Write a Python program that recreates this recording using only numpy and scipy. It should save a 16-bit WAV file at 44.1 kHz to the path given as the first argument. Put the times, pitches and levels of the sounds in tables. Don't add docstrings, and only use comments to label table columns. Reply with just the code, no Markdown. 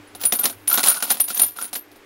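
import sys
import numpy as np
from scipy import signal
from scipy.fft import rfft, irfft
from scipy.io import wavfile
from scipy.ndimage import uniform_filter1d

SR = 44100
rng = np.random.default_rng(int(sys.argv[2]) if len(sys.argv) > 2 else 0)


def master_out(mix):
    frames = np.transpose(np.atleast_2d(mix))
    ceiling = np.clip(frames, -1, 1)
    pcm = np.round(ceiling * 32767).astype(np.int16)
    wavfile.write(sys.argv[1], SR, pcm)


def to_linear_factor(level_db):
    exponent = np.asarray(level_db, float) / 20
    return 10 ** exponent


N = 90405


def evened(x):
    return x / np.sqrt(np.mean(x ** 2) + 1e-20)


def coloured(x, points):
    f, level = np.transpose(points)
    hz = abs(np.fft.fftfreq(2048, 1 / SR))
    gain_db = np.interp(np.log(hz + 1), np.log(f), np.maximum(level, -90))
    log_gain = np.log(to_linear_factor(gain_db))
    taps = np.fft.ifft(np.exp(np.conj(signal.hilbert(log_gain)))).real
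    taps = max(taps[:1024], taps[::-1][:1024], key=np.linalg.norm)
    return signal.oaconvolve(x, taps / np.linalg.norm(taps))[:len(x)]


def mode(hz, t60, length=.4):
    t = np.arange(int(length * SR)) / SR
    return np.sin(2 * np.pi * hz * t) * to_linear_factor(-60 * t / max(t60, .004))


def add(mix, s, sound):
    part = mix[round(s * SR):][:len(sound)]
    part += sound[:len(part)]


# f/Hz, level/dB
HISS_COLOUR = [(25, -6), (60, -16.5), (160, -17), (300, 1), (700, -7.5), (2100, -8.5), (6000, -22.5),
               (16000, -29)]
# f/Hz, level/dB rms
HUM_PARTIALS = [(100, -63), (297, -59.5), (395, -66)]


def workshop():
    hiss_db, waver_db = -49, 5.1
    t = np.arange(N) / SR
    hum = np.zeros(N)
    for hz, db in HUM_PARTIALS:
        waver = evened(uniform_filter1d(rng.standard_normal(N), 4000))
        tone = np.sin(2 * np.pi * (hz * t + rng.random()))
        hum += np.sqrt(2) * to_linear_factor(db + waver_db * waver) * tone
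    f, level = np.transpose(HISS_COLOUR)
    hz = np.fft.rfftfreq(N, 1 / SR)
    gain = to_linear_factor(np.interp(np.log(hz + 1), np.log(f), level))
    hiss = irfft(rfft(rng.standard_normal(N)) * gain, N)
    return hum + to_linear_factor(hiss_db) * evened(hiss)


def ducking(x):
    from_db, share, memory_s, delay_s = -25, 0.72, 0.3, 0.23
    keep, lag = np.exp(-1 / (memory_s * SR)), np.exp(-1 / (delay_s * SR))
    power = signal.lfilter([1 - keep], [1, -keep], x ** 2)
    power = signal.lfilter([1 - lag], [1, -lag], power)
    excess_db = np.maximum(10 * np.log10(power + 1e-12) - from_db, 0)
    return to_linear_factor(-share * excess_db)


# t/s, peak level/dB, t60/s
LOW_RINGS = [(0.0727, -45, 0.13), (0.1511, -29.5, 0.062), (0.237, -31, 0.082), (0.252, -6.5, 0.17),
             (0.324, -16, 0.1), (0.3513, -19, 0.12), (0.39, -19.5, 0.14), (0.408, -25, 0.13),
             (0.4343, -10, 0.13), (0.446, -21, 0.16), (0.4985, -25, 0.059), (0.678, -4.5, 0.11),
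             (0.6996, -10.5, 0.062), (0.7315, -16, 0.068), (0.801, -30, 0.055), (0.834, -9.5, 0.084),
             (0.845, -28.5, 0.086), (0.861, -22, 0.14), (0.869, -8, 0.076), (0.8744, -10.5, 0.14),
             (0.8838, -1, 0.12), (0.9034, -6, 0.045), (0.9262, -14.5, 0.18), (0.9754, -28, 0.15),
             (1.025, -14, 0.11), (1.0345, -18, 0.091), (1.105, -7.5, 0.12), (1.122, -23, 0.098),
             (1.2025, -6, 0.12), (1.242, -19, 0.16), (1.2857, -25.5, 0.12), (1.3324, -21, 0.11),
             (1.3455, -21.5, 0.14), (1.376, -13.5, 0.074), (1.3951, -4, 0.068), (1.417, -4, 0.14),
             (1.4319, -10.5, 0.073), (1.4689, -29, 0.12), (1.5706, -25.5, 0.074), (1.607, -40.5, 0.084),
             (1.6236, -17, 0.13), (1.6462, -21.5, 0.1), (1.7343, -22, 0.088)]
MID_RINGS = [(0.1501, -41, 0.099), (0.2369, -20, 0.11), (0.2593, -9, 0.068), (0.3242, -7, 0.065),
             (0.3576, -16, 0.1), (0.3925, -9, 0.094), (0.4414, -11, 0.12), (0.4579, -11, 0.062),
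             (0.4985, -26, 0.089), (0.6764, -13.5, 0.12), (0.7003, -12, 0.082), (0.7277, -6, 0.11),
             (0.754, -8, 0.044), (0.837, -25, 0.098), (0.8674, -20.5, 0.1), (0.8944, -8, 0.12),
             (0.9075, -13, 0.11), (1.0243, -26, 0.12), (1.077, -37, 0.082), (1.096, -17, 0.12),
             (1.112, -4, 0.052), (1.2025, -4, 0.066), (1.239, -21, 0.12), (1.284, -22, 0.1),
             (1.3465, -16, 0.13), (1.3753, -16, 0.15), (1.397, -13.5, 0.086), (1.4165, -2.5, 0.055),
             (1.4315, -11.5, 0.099), (1.4556, -16.5, 0.17), (1.5818, -29, 0.11), (1.6062, -24.5, 0.14),
             (1.6197, -30, 0.11), (1.7367, -28.5, 0.12), (1.7558, -19.5, 0.16), (1.9555, -63.5, 0.19)]
TOP_RINGS = [
    (.2124, -23, 0.11),
    (.2523, -17, .08),
    (.341, -26, .1),
    (.4574, -16, 0.089),
    (.7527, -18, 0.092),
    (.831, -26, 0.065),
    (.8838, -18, 0.12),
    (1.372, -21, 0.11),
    (1.6437, -31, .1),
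]
LOW_CASE_HZ = [9960, 9850, 9700, 9700, 9650, 9710, 9720, 9700, 9670, 9600, 9690, 9700, 9680, 9730, 9690,
               9930, 10160, 9900, 9740, 9750, 9660, 9670, 9650, 9640, 9700, 9830, 9800, 9810, 9630, 9920,
               9630, 9690, 9650, 9650, 9670, 9680, 9700, 9690, 9710, 9930, 9680, 9720, 9750]
MID_CASE_HZ = [12920, 13000, 13000, 12920, 12960, 12950, 12840, 12950, 12950, 12930, 12980, 12950, 12970,
               13040, 12930, 13020, 13030, 12990, 13180, 13000, 13040, 12910, 13010, 12910, 12950, 12920,
               12930, 12960, 13000, 12970, 12970, 12970, 12930, 12920, 12930, 13120]
TOP_CASE_HZ = [15430, 15450, 15430, 15710, 15700, 15700, 15690, 15550, 15700]


def rings(table, cases_hz):
    split_hz, twin_db = 52, -16.5
    linger_db, linger_t60_s = -37.5, 0.83
    rise_s, mute_db, rough_db = .0022, -5, 2.3
    out = np.zeros(N)
    chance = rng.uniform(-1.006, 1, (len(table), 2))
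    t = np.arange(int(.4 * SR)) / SR
    following = [row[0] for row in table[1:]] + [N / SR]
    for (s, db, t60), hz, (a, b), then in zip(table, cases_hz, chance, following):
        twin = mode(hz + split_hz * (a + np.sign(a)), t60)
        pair = mode(hz, t60) + to_linear_factor(twin_db) * twin
        pair = pair * to_linear_factor(mute_db * np.clip((t + s - then) / .002, 0, 1))
        pair = pair + to_linear_factor(linger_db) * mode(hz + split_hz * b, linger_t60_s)
        add(out, s, to_linear_factor(db - 2.5) * np.minimum(t / rise_s, 1) * pair)
    rough = uniform_filter1d(uniform_filter1d(rng.standard_normal(N), 150), 100)
    return out * to_linear_factor(rough_db * evened(rough))


# t/s, peak level/dB, tub thud level/dB re peak
KNOCKS = [(.15, -27.5, -8), (.2131, -20, -19), (.2365, -14, -14.5), (.2522, -15.5, -21.5),
          (.3236, -7, -12.5), (.35, -19.5, -13), (.389, -17.5, -11), (.43, -21.5, -13),
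          (.4405, -10, -13.5), (.456, -6, -18), (.4977, -22, -12), (.675, -14, -22),
          (.6987, -18, -31), (.7136, -13, -19.5), (.7391, -7.5, -23), (.7757, -8, -11.5),
          (.7935, -12.5, -27), (.8308, -5.5, -20.5), (.8385, -7, -24), (.86, -6.5, -22.5),
          (.8735, -7, -24.5), (.8842, -12, -48), (.9015, -12, -45), (.9152, -12, -24),
          (.944, -14, -25),
          (1.003, -21, -34), (1.0249, -8, -19.5), (1.0772, -22.5, -15), (1.093, -24.5, -35),
               (1.1025, -5.5, -23.5), (1.112, -9.5, -19.5), (1.1437, -20.5, -12.5), (1.171, -20.5, -20),
               (1.1993, -11.5, -23), (1.2402, -25.5, -25), (1.2824, -18.5, -30), (1.302, -14, -16.5),
               (1.345, -22.5, -31.5), (1.364, -25, -23), (1.3719, -24.5, -11.5), (1.3939, -9.5, -20.5),
               (1.4166, -15.5, -14), (1.4321, -14, -18.5), (1.5644, -26.5, -16), (1.5877, -24, -19),
               (1.6125, -17.5, -19.5), (1.6423, -20.5, -18), (1.6776, -30.5, -40), (1.73, -19, -17),
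               (1.7537, -13, -19), (1.9165, -42, -8), (1.957, -41, -2.5)]
# f/Hz, level/dB, t60/s
TUB_MODES = [(240.7, -2, 0.11), (288, -5.5, 0.13), (387.4, -0.5, 0.066), (523, -3.5, 0.094),
             (607, -1, 0.047), (719.7, 1, 0.074), (802, -1, 0.051)]


def knocks():
    tick_t60_s, scatter_t60_s = 0.0011, 0.095
    knock_db, front_db, grit_db, tub_db = -12, 3, 3.5, -5
    table, t = KNOCKS, np.arange(8000) / SR
    crack, thud = np.zeros(N), np.zeros(N)
    grit = rng.standard_normal((len(table), len(t), 2))
    detune = rng.uniform(0.92, 1.03, (len(table), len(TUB_MODES)))
    for (s, db, thud_db), noise, shift in zip(table, grit, detune):
        lumps = to_linear_factor(grit_db * evened(uniform_filter1d(noise[:, 1], 40)))
        scatter = lumps * to_linear_factor(-60 * t / scatter_t60_s)
        tick = to_linear_factor(front_db - 60 * t / tick_t60_s)
        add(crack, s, to_linear_factor(db + knock_db) * (scatter + tick) * noise[:, 0])
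        wall = sum(to_linear_factor(d) * mode(f * k, ring) for (f, d, ring), k in zip(TUB_MODES, shift))
        rise = np.minimum(np.arange(len(wall)) / (0.004 * SR), 1)
        add(thud, s, to_linear_factor(db + thud_db + tub_db) * wall * rise)
    return crack, thud


# t/s, peak level/dB, f/Hz
TICKS = [(.15, -29, 4000), (0.2538, -11, 7500), (0.3231, -3.5, 3600), (0.3248, -6, 5540),
         (.456, -5.5, 3790), (0.456, 0, 5400), (0.7758, -2.5, 3700), (.794, -5, 4040), (.831, -12, 6500),
         (0.8393, -1.5, 4200), (0.8744, -5, 3000), (.8845, -2, 7800), (0.9, -17, 7000), (.951, -23, 4040),
         (1.0248, -15, 4350), (1.104, -7, 4140), (1.1119, -3, 3900), (1.1433, -16, 3600),
         (1.2012, -13.5, 5500), (1.2817, -23, 3850), (1.3068, -15.5, 5000), (1.3458, -17, 6500),
         (1.364, -29, 4360), (1.372, -18.5, 3500), (1.3762, -8, 6300), (1.3958, -11.5, 4300),
         (1.417, -26, 7500), (1.431, -30, 7500), (1.587, -20.5, 3500), (1.73, -22, 4000),
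         (1.956, -39, 3900)]


def ticks():
    ring_s, snap_db, ticks_db = .008, -3, -8.5
    out = np.zeros(N)
    for s, db, hz in TICKS:
        snap = mode(1.6 * hz, .004, .03) + mode(.55 * hz, .004, .03)
        add(out, s, to_linear_factor(db + ticks_db) * (mode(hz, ring_s, .03) + to_linear_factor(snap_db) * snap))
    return out


# start t/s, end t/s, rattle level/dB, tube air level/dB re rattle
STIR = [
    (0.197, 0.495, -43, -4.5),
    (0.698, 0.793, -27.5, -4.5),
    (0.85, 0.905, -32, -1.5),
    (0.96, 1.04, -39.5, 0.5),
    (1.024, 1.11, -38, -19),
    (1.277, 1.46, -38, -29.5),
    (1.56, 1.633, -46, 2.5),
]


def rattle():
    rattles_per_s, spread_db, contact_t60_s, settle_s = 650, 4., .03, 0.043
    tube_hz, tube_t60_s = 1450, .024
    t, grit, air = np.arange(N) / SR, np.zeros(N), np.zeros(N)
    size = to_linear_factor(spread_db * np.minimum(rng.exponential(1, N), 4))
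    hits = size * (rng.random(N) < rattles_per_s / SR)
    envelope = signal.oaconvolve(hits, to_linear_factor(-60 * t[:2000] / contact_t60_s))[:N]
    contacts = evened(envelope * rng.standard_normal(N))
    for start, end, db, tube_db in STIR:
        settling = np.exp(-np.maximum(t - end, 0) / settle_s)
        stroke = to_linear_factor(db) * (t > start) * settling * contacts
        grit += stroke
        air += to_linear_factor(tube_db) * stroke
    tube = mode(tube_hz, tube_t60_s, 0.059)
    return grit, signal.oaconvolve(air, tube / np.linalg.norm(tube))[:N]


# f/Hz, level/dB
KNOCK_COLOUR = [(150, -14), (300, -23), (700, -2), (1800, -6), (4000, -2), (6000, -5), (11000, -7.5),
                (14600, -10)]
# f/Hz, spread between cases/Hz, level/dB, t60/s
HEAP_MODES = [(9700, 60, -6, .11), (12990, 70, -7, .11), (15640, 90, -13, .09), (10050, 220, -6, .025),
              (13200, 180, -10, .025)]


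def heap(drive):
    out = coloured(drive, KNOCK_COLOUR)
    case = np.repeat(rng.integers(0, 10, N // 100 + 1), 100)[:N]
    for hz, spread_hz, db, t60 in HEAP_MODES:
        for k, offset in enumerate(rng.standard_normal(10)):
            ring = mode(hz + spread_hz * offset, t60, .2)
            ring = ring / np.linalg.norm(ring)
            out -= to_linear_factor(db) * signal.oaconvolve(drive * (case == k), ring)[:N]
    return out


# t/s, peak level/dB, f/Hz
TUBE_PUFFS = [
    (0.7147, -18, 1360),
    (0.7467, -21, 1440),
    (0.7816, -19.5, 1364),
    (0.838, -35, 1470),
    (0.879, -23.5, 1540),
    (0.914, -23.5, 1450),
    (1.027, -21, 1413),
    (1.11, -18.5, 797),
    (1.303, -24, 1395),
    (1.5873, -20.5, 1366),
]


def tubes():
    out = np.zeros(N)
    rise = np.minimum(np.arange(4410) / (0.00055 * SR), 1)
    for s, db, hz in TUBE_PUFFS:
        add(out, s, to_linear_factor(db) * mode(hz, .038, .1) * rise)
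    return out


def scene():
    crack, thud = knocks()
    grit, air = rattle()
    walls = rings(LOW_RINGS, LOW_CASE_HZ) + rings(MID_RINGS, MID_CASE_HZ) + rings(TOP_RINGS, TOP_CASE_HZ)
    brass = walls + heap(crack + grit) + thud + air + tubes() + ticks()
    brass = signal.sosfilt(signal.butter(3, 170, "high", fs=SR, output="sos"), brass)
    return (brass + workshop() * ducking(brass))[None]


def low_pass(x):
    return signal.sosfilt(signal.butter(12, 17090, fs=SR, output="sos"), x)


def record(dry):
    edge = signal.firwin(601, 15790, window=("kaiser", 8), fs=SR)
    limited = signal.oaconvolve(np.clip(dry, -1, 1), edge[None], "same")
    return low_pass(np.clip(limited, -1, 1))


dry = scene()
out = record(dry)
master_out(out)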